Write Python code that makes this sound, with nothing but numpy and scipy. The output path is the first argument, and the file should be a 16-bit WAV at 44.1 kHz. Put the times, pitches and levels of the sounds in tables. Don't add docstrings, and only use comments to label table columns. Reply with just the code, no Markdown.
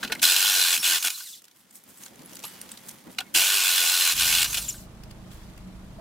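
import sys
import numpy as np
from scipy import signal
from scipy.io import wavfile
from scipy.ndimage import uniform_filter1d

SR = 44100
rng = np.random.default_rng(int(sys.argv[2]) if len(sys.argv) > 2 else 0)


def materialize(psi):
    bounded = np.clip(np.atleast_2d(psi).T, -1, 1)
    quanta = np.round(bounded * 32767).astype(np.int16)
    wavfile.write(sys.argv[1], SR, quanta)


def ratio(d):
    e = np.asarray(d, float) / 20
    return 10 ** e


N = 264889
BINS_HZ = abs(np.fft.fftfreq(4096, 1 / SR))
DISSOLVE_S = 4.2


def seconds():
    return np.arange(N) / SR


def evened(x):
    return x / np.sqrt(np.mean(x ** 2) + 1e-20)


def read(points, hz):
    f, value = np.transpose(points)
    return np.interp(np.log(hz + 1), np.log(f + 1), value)


def curves(rows):
    s, *columns = np.transpose(rows)
    t = seconds()
    inside = uniform_filter1d(1. * (t >= s[0]) * (t < s[-1]), size=150)
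    return [np.interp(t, s, c) for c in columns] + [inside]


def causal(gain):
    taps = np.fft.ifft(np.exp(np.conj(signal.hilbert(np.log(gain))))).real
    size = len(taps)
    window = np.hanning(size + 1)[np.arange(size) - size // 2]
    return (taps * window)[:size // 2] / np.linalg.norm(taps)


def coloured(x, points):
    return signal.oaconvolve(x, causal(ratio(read(points, BINS_HZ))))[:len(x)]


def brightened(x, db):
    top = signal.sosfilt(signal.butter(2, 6000, "high", fs=SR, output="sos"), x)
    return x + (ratio(db) - 1) * top


def drift(per_s):
    slow = signal.butter(2, per_s, fs=SR, output="sos")
    return evened(signal.sosfilt(slow, rng.standard_normal(N)))


def add(mix, s, sound):
    part = mix[round(s * SR):][:len(sound)]
    part += sound[:len(part)]


def puff(length, noise, rise=0.0021, shape=1.21):
    t = np.arange(len(noise)) / SR
    fall = np.exp(-(t / np.clip(length, .0005, .05)) ** shape)
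    return noise * (1 - np.exp(-t / rise)) * fall


def swell(s, db, rise, fall):
    u = seconds() - s
    return ratio(db) ** 2 * np.exp(-2 * np.where(u < 0, (u / rise) ** 2, u / fall))


# [trigger t/s, release t/s, coasting time/s]
PULLS = [
    (.217, 1.092, .235),
    (3.338, 4.58, .212),
]


def since_trigger():
    t = seconds()
    return np.min([np.where(t >= row[0], t - row[0], 9) for row in PULLS], axis=0)


DUCK_DB, DUCK_LAG_S, DUCK_S, RECOVER_DB_PER_S = 25, 0.051, 0.045, 27.5


def ducking():
    t, taken_db = seconds(), 0
    for on, off, coast in PULLS:
        onset = np.clip((t - on - DUCK_LAG_S) / DUCK_S, 0, 1)
        slowing_s = np.maximum(t - off - coast / 2, 0)
        taken_db = taken_db + onset * np.clip(DUCK_DB - RECOVER_DB_PER_S * slowing_s, 0, None)
    return taken_db


# [f/Hz, level/dB per Hz]
RUMBLE = [(12, -51), (20, -21), (114, -4), (217, 5.5), (477, -7.5), (528, -2.5), (584, -8.5), (759, -8.5),
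          (1360, -17), (2500, -19.5), (3250, -36.5), (5500, -120)]
# [t/s, level/dB, rise/s, fall/s]
BUMPS = [(.05, -52, 0.076, .04), (.18, -49, 0.16, 0.046), (.8, -55, 0.036, .015), (.97, -64, 0.035, 0.046),
         (1.3, -74, 0.22, 0.69), (3.38, -71, 0.027, 0.046), (3.8, -68, 0.054, .05)]
# [f/Hz, level/dB per Hz]
RUSTLE = [(470, -36), (800, -0.5), (2150, 0), (2560, -2), (3350, 0.5), (3700, -1.5), (15100, -6.5),
          (15900, -12.5), (16500, -39)]
# [t/s, level/dB, rise/s, fall/s, treble share/dB]
SWELLS = [(.12, -49, 0.23, 0.12, 1), (1.6, -62.5, 0.063, 0.039, 9), (1.77, -59, 0.048, 0.035, 17.5),
          (1.845, -69, 0.011, .012, 20), (1.89, -58, 0.012, 0.13, 11.5), (2.055, -52.5, 0.082, 0.025, 8.5),
          (2.35, -54.5, 0.15, 0.16, 3), (2.46, -47.5, 0.019, 0.18, 2), (2.75, -53.5, 0.15, 0.22, 0),
          (2.9, -52.5, 0.062, 0.062, 8), (3.13, -58, 0.028, 0.017, 8), (4.8, -69, 0.039, .02, 5),
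          (5.32, -54.5, 0.013, 0.06, 2), (5.45, -61.5, 0.25, 0.17, -4)]
RUMBLE_DB = -58
RUSTLE_DB, SECOND_RUSTLE_DB, RUSTLE_DUCK = -58, -67, 0.45


def shed():
    first, duck_db = seconds() < DISSOLVE_S, ducking()
    low = np.sqrt(first * ratio(RUMBLE_DB - duck_db) ** 2 + sum(swell(*row) for row in BUMPS))
    rumble = low * ratio(4.5 + 2.0 * drift(7.7)) * coloured(rng.standard_normal(N), RUMBLE)
    lumps = ratio(1.85 * drift(140) + 0.23 * drift(34))
    grains = coloured(evened(rng.standard_normal(N) * lumps), RUSTLE)
    rest = ratio(np.where(first, RUSTLE_DB - RUSTLE_DUCK * duck_db, SECOND_RUSTLE_DB)) ** 2
    swells = np.array([swell(*row[:4]) for row in SWELLS])
    power = rest + swells.sum(axis=0)
    treble_db = np.transpose(SWELLS)[4] @ swells / power
    return rumble + np.sqrt(power) * brightened(grains, treble_db)


# [f/Hz, width/Hz, level/dB]
BAR = [(782, 37, -35.5), (810, 42, -35), (1120, 23, -11), (1463, 35, -1), (1556, 140, -3), (1776, 54, -7.5),
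       (2200, 30, -3.5), (2494, 283, -2), (2700, 105, -1), (2898, 210, -0.5), (3140, 144, -3.5),
       (3460, 460, -2), (4060, 186, -0.5), (4420, 89, -8), (5000, 310, -9.5), (5600, 190, -7.5),
       (6400, 81, -6.5), (7000, 760, -9.5), (7800, 330, -8.5), (8600, 120, -6), (10900, 780, -10.5),
       (12100, 140, -6.5)]
# [f/Hz, level/dB per Hz]
RATTLE = [(100, -69.5), (250, -48), (450, -50), (570, -30.5), (680, -16), (1300, -17), (2000, -12),
          (2500, -20), (4300, -8), (6000, -10), (10000, -11.5), (15500, -14), (17000, -81)]
LEAST_WIDTH_HZ = 80


def steel(force):
    modes = 0
    for hz, width, db in BAR:
        off_centre = 2 * (BINS_HZ - hz) / max(width, LEAST_WIDTH_HZ)
        modes = modes + (ratio(db) / (1 + off_centre ** 2)) ** 2
    modes = modes * np.clip(BINS_HZ / 300, 1e-3, 1) ** 8
    gain = np.sqrt(ratio(read(RATTLE, BINS_HZ)) ** 2 + modes)
    return signal.oaconvolve(force, causal(gain))[:len(force)]


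# [t/s, peak level/dB, treble share/dB, bass share/dB, length/s]
KNOCKS = [(0.0282, -18, -10.5, 8, 0.0095), (0.046, -17.5, -8, 5, 0.0035), (0.075, -27.5, -9, -9, 0.0036),
          (0.098, -22, -21, 17, 0.0062), (0.12, -10.5, -7.5, 2, 0.0046), (0.15, -15, 0.5, 15, 0.0021),
          (0.193, -25.5, -7, -5, 0.0033), (0.775, -6.5, 3, -3, 0.0025), (0.826, -17, -1, -2, 0.005),
          (1.025, -9.5, 1, -10, 0.0034), (1.102, -11, 2, -7, 0.0029), (1.203, -32, -6, 6, 0.0054),
          (2.063, -26.5, 0, 6, 0.0018), (2.436, -24.5, -1.5, -12, 0.0062), (2.884, -28.5, 11, 7, 0.0048),
          (3.185, -9, -8, 3.5, 0.0025), (3.204, -16, -4, -4, 0.0023), (4.442, -11.5, -2.5, -2, 0.0062),
          (4.457, -22, -12, -6, 0.0037), (4.527, -17, 0.5, -15, 0.004), (4.542, -14, -1.5, -5.5, 0.0081),
          (4.5704, -13.5, -1.5, -2, 0.0041), (4.577, -17.5, -0.5, -4, 0.0079), (4.679, -26, 7, -7, 0.017),
          (4.741, -36, 4, 15, 0.0073)]


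def knocks():
    out = np.zeros(N)
    noises = rng.choice([-1., 1.], (len(KNOCKS), 4000))
    for (s, db, treble_db, bass_db, length), noise in zip(KNOCKS, noises):
        tilt = [(1700, bass_db), (2400, 0.0015), (4500, 0.0041), (8000, treble_db)]
        add(out, s, ratio(db - 5.5) * coloured(steel(puff(1.5 * length, noise)), tilt))
    return out


# [t/s, peak level/dB, centre f/Hz, skirts level/dB]
SNAPS = [(2.1575, -36, 7040, -6), (2.193, -37, 6000, 1), (2.2195, -34, 9000, -4), (2.2945, -35, 7100, -2),
         (2.311, -42, 6500, 0), (2.3165, -37, 3500, -5), (2.333, -29, 6000, -2), (2.342, -33, 3300, -5),
         (2.350, -32, 10500, -5), (2.401, -30, 5500, -2), (2.452, -24, 8000, -14), (2.468, -29, 11500, -8),
         (.038, -19, 4000, -4), (.239, -5, 3300, -11), (2.6145, -19.5, 9800, -5), (2.8915, -20, 9500, -3),
         (2.905, -31, 2200, -10), (2.913, -33, 7000, -4), (3.3605, -8, 6900, -13), (3.35, -12, 2900, -8),
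         (3.385, -7, 3000, -6), (3.396, -7, 3000, -9), (3.4205, -6, 3300, -7), (3.444, -8, 2900, -5),
         (3.486, -9, 7500, -5), (4.1016, -11, 3400, -5), (.45, -12, 4100, -7), (.597, -9, 4060, -7),
         (.262, -8.5, 3500, -4), (.744, -10, 4500, -2), (.76, -13, 8000, -3), (.885, -10, 7000, -2),
         (1.103, -17, 5600, -9), (2.081, -37, 5000, -3), (2.864, -34, 9500, -8), (2.985, -38, 4000, -3),
         (3.104, -38, 3000, -3), (3.116, -39, 9000, -4), (3.148, -38, 3000, -3), (2.625, -37, 2000, -3),
         (4.4605, -16, 2700, -4), (4.5815, -14, 3300, -4)]
# [t/s, peak level/dB, centre f/Hz, skirts level/dB]
TICKS = [(1.419, -36, 8700, -4), (1.4415, -34, 4200, 0), (1.452, -35.5, 6500, -6), (1.481, -36.5, 3420, 2),
         (1.512, -40, 3450, -9.5), (1.708, -36, 7930, -8), (1.7546, -32.5, 8150, -14),
         (1.837, -36.5, 11730, -8), (1.973, -37, 11100, -8), (2.034, -25, 6600, -13),
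         (2.0605, -27.5, 7350, -5), (2.258, -34, 11200, -14), (2.354, -25.5, 9400, -1),
         (2.368, -25, 6800, -5), (2.391, -27, 6040, -7), (2.4278, -26, 4020, -10), (2.45, -24, 11200, -11),
         (2.614, -25, 9700, -10), (2.6903, -32, 5530, -1.5), (2.7162, -20, 8400, -11),
         (2.774, -27.5, 4100, -7), (2.886, -26, 9900, -5), (2.91, -32, 8660, -6), (5.035, -33, 4140, 0),
         (5.11, -32, 4400, 0), (5.317, -37.5, 3337, -4), (5.577, -36, 3500, 0)]


def ticks(table, length, rise, width=0.34):
    out = np.zeros(N)
    noises = rng.choice([-1., 1.], (len(table), 1500))
    for (s, db, hz, skirt_db), noise in zip(table, noises):
        below = [(hz / 40, skirt_db - 35), (hz / 12, skirt_db - 12.0), (hz * (1 - width / 2), skirt_db)]
        above = [(hz * (1 + width / 2), skirt_db), (22000, skirt_db - 10.5)]
        band = sorted(below + [(hz, 0)] + above)
        add(out, s, ratio(db - 6.0) * coloured(puff(length, noise, rise), band))
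    return out


# [t/s, peak level/dB, start f/Hz, end f/Hz, length/s]
RINGS = [(0.043, -38, 258, 232, 0.023), (0.093, -37.5, 445, 458, 0.044), (0.153, -33, 2310, 1970, 0.009),
         (.782, -34, 5600, 5400, 0.048), (.782, -35, 10900, 11200, .024), (.803, -35, 11200, 10100, .026),
         (.99, -37, 6600, 6300, .04), (1.136, -41, 4060, 4060, 0.033), (1.325, -45.5, 3580, 3380, 0.028),
         (2.432, -49.5, 460, 452, 0.026), (2.435, -42.5, 900, 915, 0.017),
         (2.438, -44.5, 1220, 1184, 0.024), (2.439, -42, 11750, 11200, 0.054),
         (2.438, -46, 4100, 3980, 0.022), (2.454, -62, 4700, 4720, .12), (2.45, -53, 8550, 8500, .06),
         (2.436, -51, 2950, 2960, 0.054), (2.446, -60, 2940, 2960, 0.25), (3.188, -40, 753, 776, 0.033),
         (3.1853, -27, 4100, 4080, 0.01), (3.185, -30, 2760, 2700, 0.0076),
         (3.2035, -38, 4030, 4130, 0.006), (3.103, -56, 8800, 11600, .022), (3.2035, -34, 3430, 3280, .007),
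         (3.208, -34.5, 1480, 1470, 0.0079), (3.213, -46, 1480, 1440, 0.017),
         (3.238, -57, 2180, 2180, 0.054), (4.455, -40, 5800, 6000, .035), (4.488, -37, 6300, 6500, 0.061),
         (4.697, -42, 11600, 12000, .012), (4.686, -42, 13700, 13700, .014), (4.745, -51, 7900, 7700, .04),
         (2.247, -50, 10600, 11200, .008), (2.257, -48, 10800, 11600, .008), (1.972, -52, 8600, 7500, .02),
         (1.2, -42, 4250, 4150, .014), (4.682, -26, 6670, 7470, 0.0218), (4.697, -33, 6100, 5500, 0.014),
         (4.72, -38.5, 6800, 6400, 0.016), (5.982, -43.5, 640, 680, 0.027)]


def rings(rough=0.45, waver=0.01):
    out, wobble = np.zeros(N), 1 + waver * drift(250)
    for s, db, start_hz, end_hz, length in RINGS:
        hz = np.linspace(start_hz, end_hz, round(length * SR))
        turns = np.cumsum(hz * wobble[round(s * SR / 2):][:len(hz)]) / SR
        octave = 0.084 * np.sin(4 * np.pi * turns) * (start_hz < SR / 5)
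        tone = np.sin(2 * np.pi * turns) + octave
        add(out, s, ratio(db) * tone * signal.windows.tukey(len(turns), .6))
    return out * (1 + rough * drift(400))


# [t/s, level/dB of its own ring]
SEATING = [(0.22, 1), (0.4, -0.5), (0.53, -0.5), (0.62, 4.5), (0.7, 1), (0.75, -2.5), (0.9, -1.5),
           (1.06, -1), (3.34, -6), (3.42, -4), (3.52, 0), (3.75, 0), (3.95, 2), (4.2, 0.5), (4.38, -0.5),
           (4.45, -3)]
BIT_HZ, BIT_WIDTH_HZ, BAR_HZ, BAR_WIDTH_HZ, BAR_SHARE = 4080, 330, 2900, 440, -0.5


def shifting(x, patchy_db=1.2):
    hz, t, z = signal.stft(x, SR, nperseg=512)
    patches = rng.standard_normal(z.shape[::-1]).T
    patches = evened(uniform_filter1d(uniform_filter1d(patches, size=4, axis=0), size=8, axis=1))
    bit = np.exp(-((hz - BIT_HZ) / BIT_WIDTH_HZ) ** 2)
    bar = np.exp(-((hz - BAR_HZ) / BAR_WIDTH_HZ) ** 2)
    seat_db = np.outer(bit + BAR_SHARE * bar, np.interp(t, *np.transpose(SEATING)))
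    return signal.istft(z * ratio(patchy_db * patches + seat_db), SR, nperseg=512)[1][:N]


LEAN_DB_PER_S, LIFT_DB = 1, -8.5
TREBLE_DB, TOUCH_TREBLE_DB, TOUCH_S = 1.5, 21, 0.0023


def pressed(sound, start, end, db, bite, lift):
    u, left = seconds() - start, end - seconds()
    force_db = db + LEAN_DB_PER_S * u + LIFT_DB * np.clip(1 - left / lift, 0, 1)
    inside = np.clip(u / bite, 0, 1) * np.clip(left / 0.0041, 0, 1)
    treble_db = TREBLE_DB + TOUCH_TREBLE_DB * np.exp(-abs(u) / TOUCH_S)
    return inside * ratio(force_db) * brightened(sound, treble_db)


# [start t/s, end t/s, feed force level/dB, bite/s, lift/s]
CONTACT = [(0.217, 0.775, -22.5, 0.018, 0.019), (0.823, 0.99, -21.5, 0.021, 0.037),
           (1.036, 1.088, -24, 0.012, 0.0043), (3.341, 4.142, -23, 0.018, 0.029),
           (4.142, 4.439, -22, 0.064, 0.0038)]
# [t/s after the trigger, rate/blows per s]
BLOWS = [(0, 85), (.16, 96), (.3, 96), (.45, 88.5), (1.2, 87)]
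# [f/Hz, level/dB]
GRIPS = [
    [(1300, -0.4), (1560, -0.5), (2100, -2), (2750, -0.5), (3800, 0.8), (4075, 2.5), (4300, 1.5),
     (9000, -0.6)],
    [(1300, -0.3), (1520, -2.5), (2100, -0.5), (2700, 0.5), (3800, 0.5), (4060, 1), (4300, 2), (9000, -0.3)],
]
THUMP_DB = [-54, -47, -40.5, -33.5, -36.5, -36.5]
SURGE_DB, SETTLE_S = 7, 0.044


def hammering(jitter=.045, second_blow_db=-2, uneven_db=1.9, between=1.0, sharp=1.5,
              chips_per_s=16000, spread_db=2.6):
    blows_per_s = np.interp(since_trigger(), *np.transpose(BLOWS))
    turns = np.cumsum(blows_per_s * (1 + jitter * drift(23.9))) / SR
    blow = turns.astype(int)
    chance = rng.standard_normal(blow[-1] + 1)[blow]
    strength = ratio(second_blow_db * (blow % 2) + uneven_db * chance)
    shower = between + strength * abs(np.sin(np.pi * (turns % 1) ** 0.37)) ** (2 * sharp)
    chips = (rng.random(N) < chips_per_s / SR) * rng.choice([-1, 1], N)
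    chips = chips * ratio(spread_db * np.minimum(rng.exponential(1, N), 4))
    sound = evened(shifting(steel(shower * chips * ratio(0.11 * drift(40)))))
    first_grip, second_grip = (coloured(sound, grip) for grip in GRIPS)
    sound = np.where(seconds() < PULLS[1][0], first_grip, second_grip)
    for k, db in enumerate(THUMP_DB, 1):
        sound = sound + ratio(db + 4.06 * drift(7.6)) * np.sin(2 * np.pi * k * turns)
    surge = ratio(SURGE_DB * np.exp(-np.maximum(since_trigger() - .02, 0) / SETTLE_S))
    return surge * sum(pressed(sound, *row) for row in CONTACT)


# [f/Hz, level/dB per Hz]
FAN = [(150, -65), (300, -8.5), (550, -25.5), (800, -8.5), (1200, -1), (1500, -4), (2740, -8), (3970, 0),
       (5280, 1.5), (7760, 1), (15200, -1), (16500, -19)]
# [fan level/dB, gain drift while coasting/dB per s]
MOTOR_DB = [
    (-35.5, -1.5),
    (-33.5, -34),
]
COAST_BOOST_DB = [7, 16]
MESH_DB = [0, 1, -4, -4, -2, -4, -8]
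# [f/Hz, level/dB]
HOUSINGS = [
    [(1000, -20), (1600, 1), (2000, 6), (2600, -22), (3450, -5), (4100, -5), (5300, -5), (6400, -5),
     (8500, -1), (9800, -9), (12000, -5), (16000, -14)],
    [(1000, -40), (2400, -26), (2900, -7), (4400, -7), (5200, -16), (6000, -7), (6800, -2), (9800, -1),
     (11000, -5), (12500, -3), (16000, -10)],
]
MESH_HZ, DRAG_HZ, SPIN_UP_S = 5500, 1200, .05
WHINE_DB, COAST_WHINE_DB, WHINE_DB_PER_DECADE = -55, -51, [3, 21]
LOW_WHINE_DB_PER_DECADE, LOW_WHINE_HZ = 35, 2500
FAN_DB_PER_DECADE, FAN_RING_DB = 16.5, -4.5
LOW_FAN_DB_PER_DECADE, LOW_FAN_HZ = 23, 3000


def motor(waver=0.005):
    air = rng.standard_normal(N)
    hiss = coloured(air, FAN) + ratio(FAN_RING_DB) * steel(air[::-1])
    hiss = evened(hiss) * ratio(1.4 * drift(60))
    low = signal.sosfiltfilt(signal.butter(3, LOW_FAN_HZ, fs=SR, output="sos"), hiss)
    fuzz = [(1 + .5 * drift(120)) * ratio(1.4 * drift(26)) for _ in range(5)]
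    wobble, out = 1 + waver * drift(310), np.zeros(N)
    bursts = zip(PULLS, MOTOR_DB, COAST_BOOST_DB, HOUSINGS, WHINE_DB_PER_DECADE)
    for (on, off, coast), (run_db, drift_db), boost_db, vents, fade_db in bursts:
        span = slice(round(on * SR), round((off + 2 * coast) * SR))
        t = seconds()[span]
        after = np.maximum(t - off, 0)
        hz = np.maximum((MESH_HZ + DRAG_HZ) * np.exp(-after / coast) - DRAG_HZ, 1)
        decades = np.log10(hz / MESH_HZ)
        inside = np.clip((t - on) / SPIN_UP_S, 0, 1) ** 2 * np.clip(hz / 520 - .7, 0, 1)
        fan_db = run_db + FAN_DB_PER_DECADE * decades + drift_db * after
        whine_db = np.where(t < off, WHINE_DB, COAST_WHINE_DB + boost_db)
        whine_db = whine_db + fade_db * decades + drift_db * after
        turns = np.cumsum(hz * wobble[span]) / SR
        whine = 0
        for k, db in enumerate(MESH_DB, 1):
            low_db = LOW_WHINE_DB_PER_DECADE * decades * (k * hz < LOW_WHINE_HZ)
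            level = ratio(db + read(vents, k * hz) + low_db) * (k * hz < SR / 2.5)
            whine = whine + level * fuzz[k % len(fuzz)][span] * np.sin(2 * np.pi * k * turns)
        fan = hiss[span] + (ratio(LOW_FAN_DB_PER_DECADE * decades) - 1) * low[span]
        out[span] += inside * (ratio(fan_db) * fan + ratio(whine_db) * whine)
    return out


# [t/s, level/dB]
GENERATOR = [(4.08, -78), (4.15, -48), (4.4, -47.5), (4.8, -47), (5.4, -47), (6.01, -47)]
# [multiple of the firing rate, level/dB]
EXHAUST = [(1, -3), (2, 2.5), (3, -11), (4, -2.5), (5, -2), (6, -11), (7, -10.5), (8, -6), (9, -13.5),
           (10, -34), (11, -19), (12, -12)]
# [f/Hz, level/dB per Hz]
DRONE = [(12, -28), (20, 5.5), (51, -1), (97, -6), (200, -7.5), (538, -17.5), (649, -12), (703, -19),
         (996, -19.5), (1660, -26.5), (12000, -42), (15600, -65), (22000, -120)]
# [t/s, f/Hz, level/dB]
PIPE = [(4.08, 184.5, -65), (5.0, 183.7, -51), (5.5, 183.8, -55.5), (5.65, 184.5, -47.5),
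        (6.01, 187, -51.5)]
FIRING_HZ = 26.9


def generator(noise_db=0.0, uneven_db=2.0, throb=0.047):
    db, inside = curves(GENERATOR)
    turns = np.cumsum(FIRING_HZ * (1 + 0.0018 * drift(3.05))) / SR
    orders = 0
    for k, (_, order_db) in enumerate(EXHAUST, 1):
        level = ratio(order_db + uneven_db * drift(7.2))
        orders = orders + level * np.cos(2 * np.pi * k * turns + 0.195 * k ** 2)
    drone = coloured(rng.standard_normal(N), DRONE) * (1 + throb * np.cos(2 * np.pi * turns))
    pipe_hz, pipe_db, _ = curves(PIPE)
    pipe = ratio(pipe_db + 3.7 * drift(7.6)) * np.sin(2 * np.pi * np.cumsum(pipe_hz) / SR)
    return inside * (ratio(db) * (evened(orders) + ratio(noise_db) * drone) + pipe)


# [f/Hz, side minus mid level/dB]
PORTS = [(60, -11), (290, -7), (640, -1.5), (3100, -5.5), (15000, -1.5)]
# [f/Hz, side minus mid level/dB]
SECOND_PORTS = [(60, -13), (290, -12), (640, -5.5), (3100, 0.5), (15000, -0.5)]
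# [f/Hz, side minus mid level/dB]
TOOL_WIDTH = [(300, -12), (2900, -10), (5500, -6), (9000, -3), (15000, -1)]
# [f/Hz, deviations]
KEPT = [(2640, 2.2), (2680, -1.3), (3050, -1.3), (3150, .35), (8000, .2), (12000, -.2)]
STARVED_COASTS, WIDE_FROM_S = 1.2, 4.78
KNOCK_DIN_DB = -42


def scattered(x, lean=0.034):
    hz, t, z = signal.stft(x, SR, nperseg=512)
    din = np.linalg.norm(z[hz > 1000], axis=0) > ratio(KNOCK_DIN_DB)
    for on, off, coast in PULLS:
        din = din | (t > on) & (t < min(off + STARVED_COASTS * coast, WIDE_FROM_S))
    blocks = rng.standard_normal((len(t) // 4 + 1, len(hz) // 4 + 2))
    blocks = evened(uniform_filter1d(blocks[:, 1:], size=3, axis=0) + .45 * blocks[:, :1])
    kept = blocks[np.arange(len(t)) // 4][:, np.arange(len(hz)) // 4].T > read(KEPT, hz)[:, None]
    calm_db = np.where(t < DISSOLVE_S, read(PORTS, hz)[:, None], read(SECOND_PORTS, hz)[:, None])
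    gain = np.where(din, kept * ratio(read(TOOL_WIDTH, hz))[:, None], ratio(calm_db))
    phases = np.exp(2j * np.pi * rng.random(z.shape[::-1]).T)
    z = z * (phases * gain - lean * (gain > 0))
    return ratio(2.5) * signal.istft(z, SR, nperseg=512)[1][:N]


def scene():
    t = np.arange(8000) / SR
    tail = rng.standard_normal(len(t)) * ratio(-60 * t / .1) * (t > .004)
    handling = knocks() + ticks(SNAPS, .0015, .0003) + rings() + ticks(TICKS, 0.003, 0.0011)
    near = handling + hammering() + motor()
    near = near + ratio(-13.5) * signal.oaconvolve(near, tail / np.linalg.norm(tail))[:N] + shed()
    far = generator()
    lean = 0.023 * far * (seconds() > WIDE_FROM_S)
    return near + far + (scattered(near + far) - lean) * [[1], [-1]]


# [f/Hz, level/dB]
STARVED = [(60, -52), (250, -54), (400, -52), (550, -45), (900, -46), (2000, -42), (2300, -50), (2600, -90)]
STARVED_DB, DIN_MEMORY_S, DIN_DB = -16, .06, -31
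DIN_LASTS_S = 1.5


def starved(x):
    hz, t, z = signal.stft(x, SR, nperseg=2048)
    power = abs(z.mean(axis=0)) ** 2 + 1e-16
    keep = np.exp(-t[1] / DIN_MEMORY_S)
    din = signal.lfilter([1 - keep], [1, -keep], power.sum(axis=0))
    running = np.interp(t, seconds(), since_trigger()) < DIN_LASTS_S
    band = uniform_filter1d(uniform_filter1d(power, size=4, axis=0), size=3, axis=1)
    under_db = 10 * np.log10(abs(band) / din) - read(STARVED, hz)[:, None]
    loud = (din > ratio(DIN_DB) ** 2) * running
    cut_db = STARVED_DB * np.clip(-under_db, 0, 1) * loud
    return signal.istft(z * ratio(cut_db), SR, nperseg=2048)[1][:, :N]


def roll_off(x):
    return signal.sosfilt(signal.butter(12, 16810, fs=SR, output="sos"), x)


def record(dry):
    limited = signal.oaconvolve(starved(dry), signal.firwin(255, 16100, fs=SR)[None], "same")
    return roll_off(limited)


dry = scene()
out = record(dry)
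materialize(out)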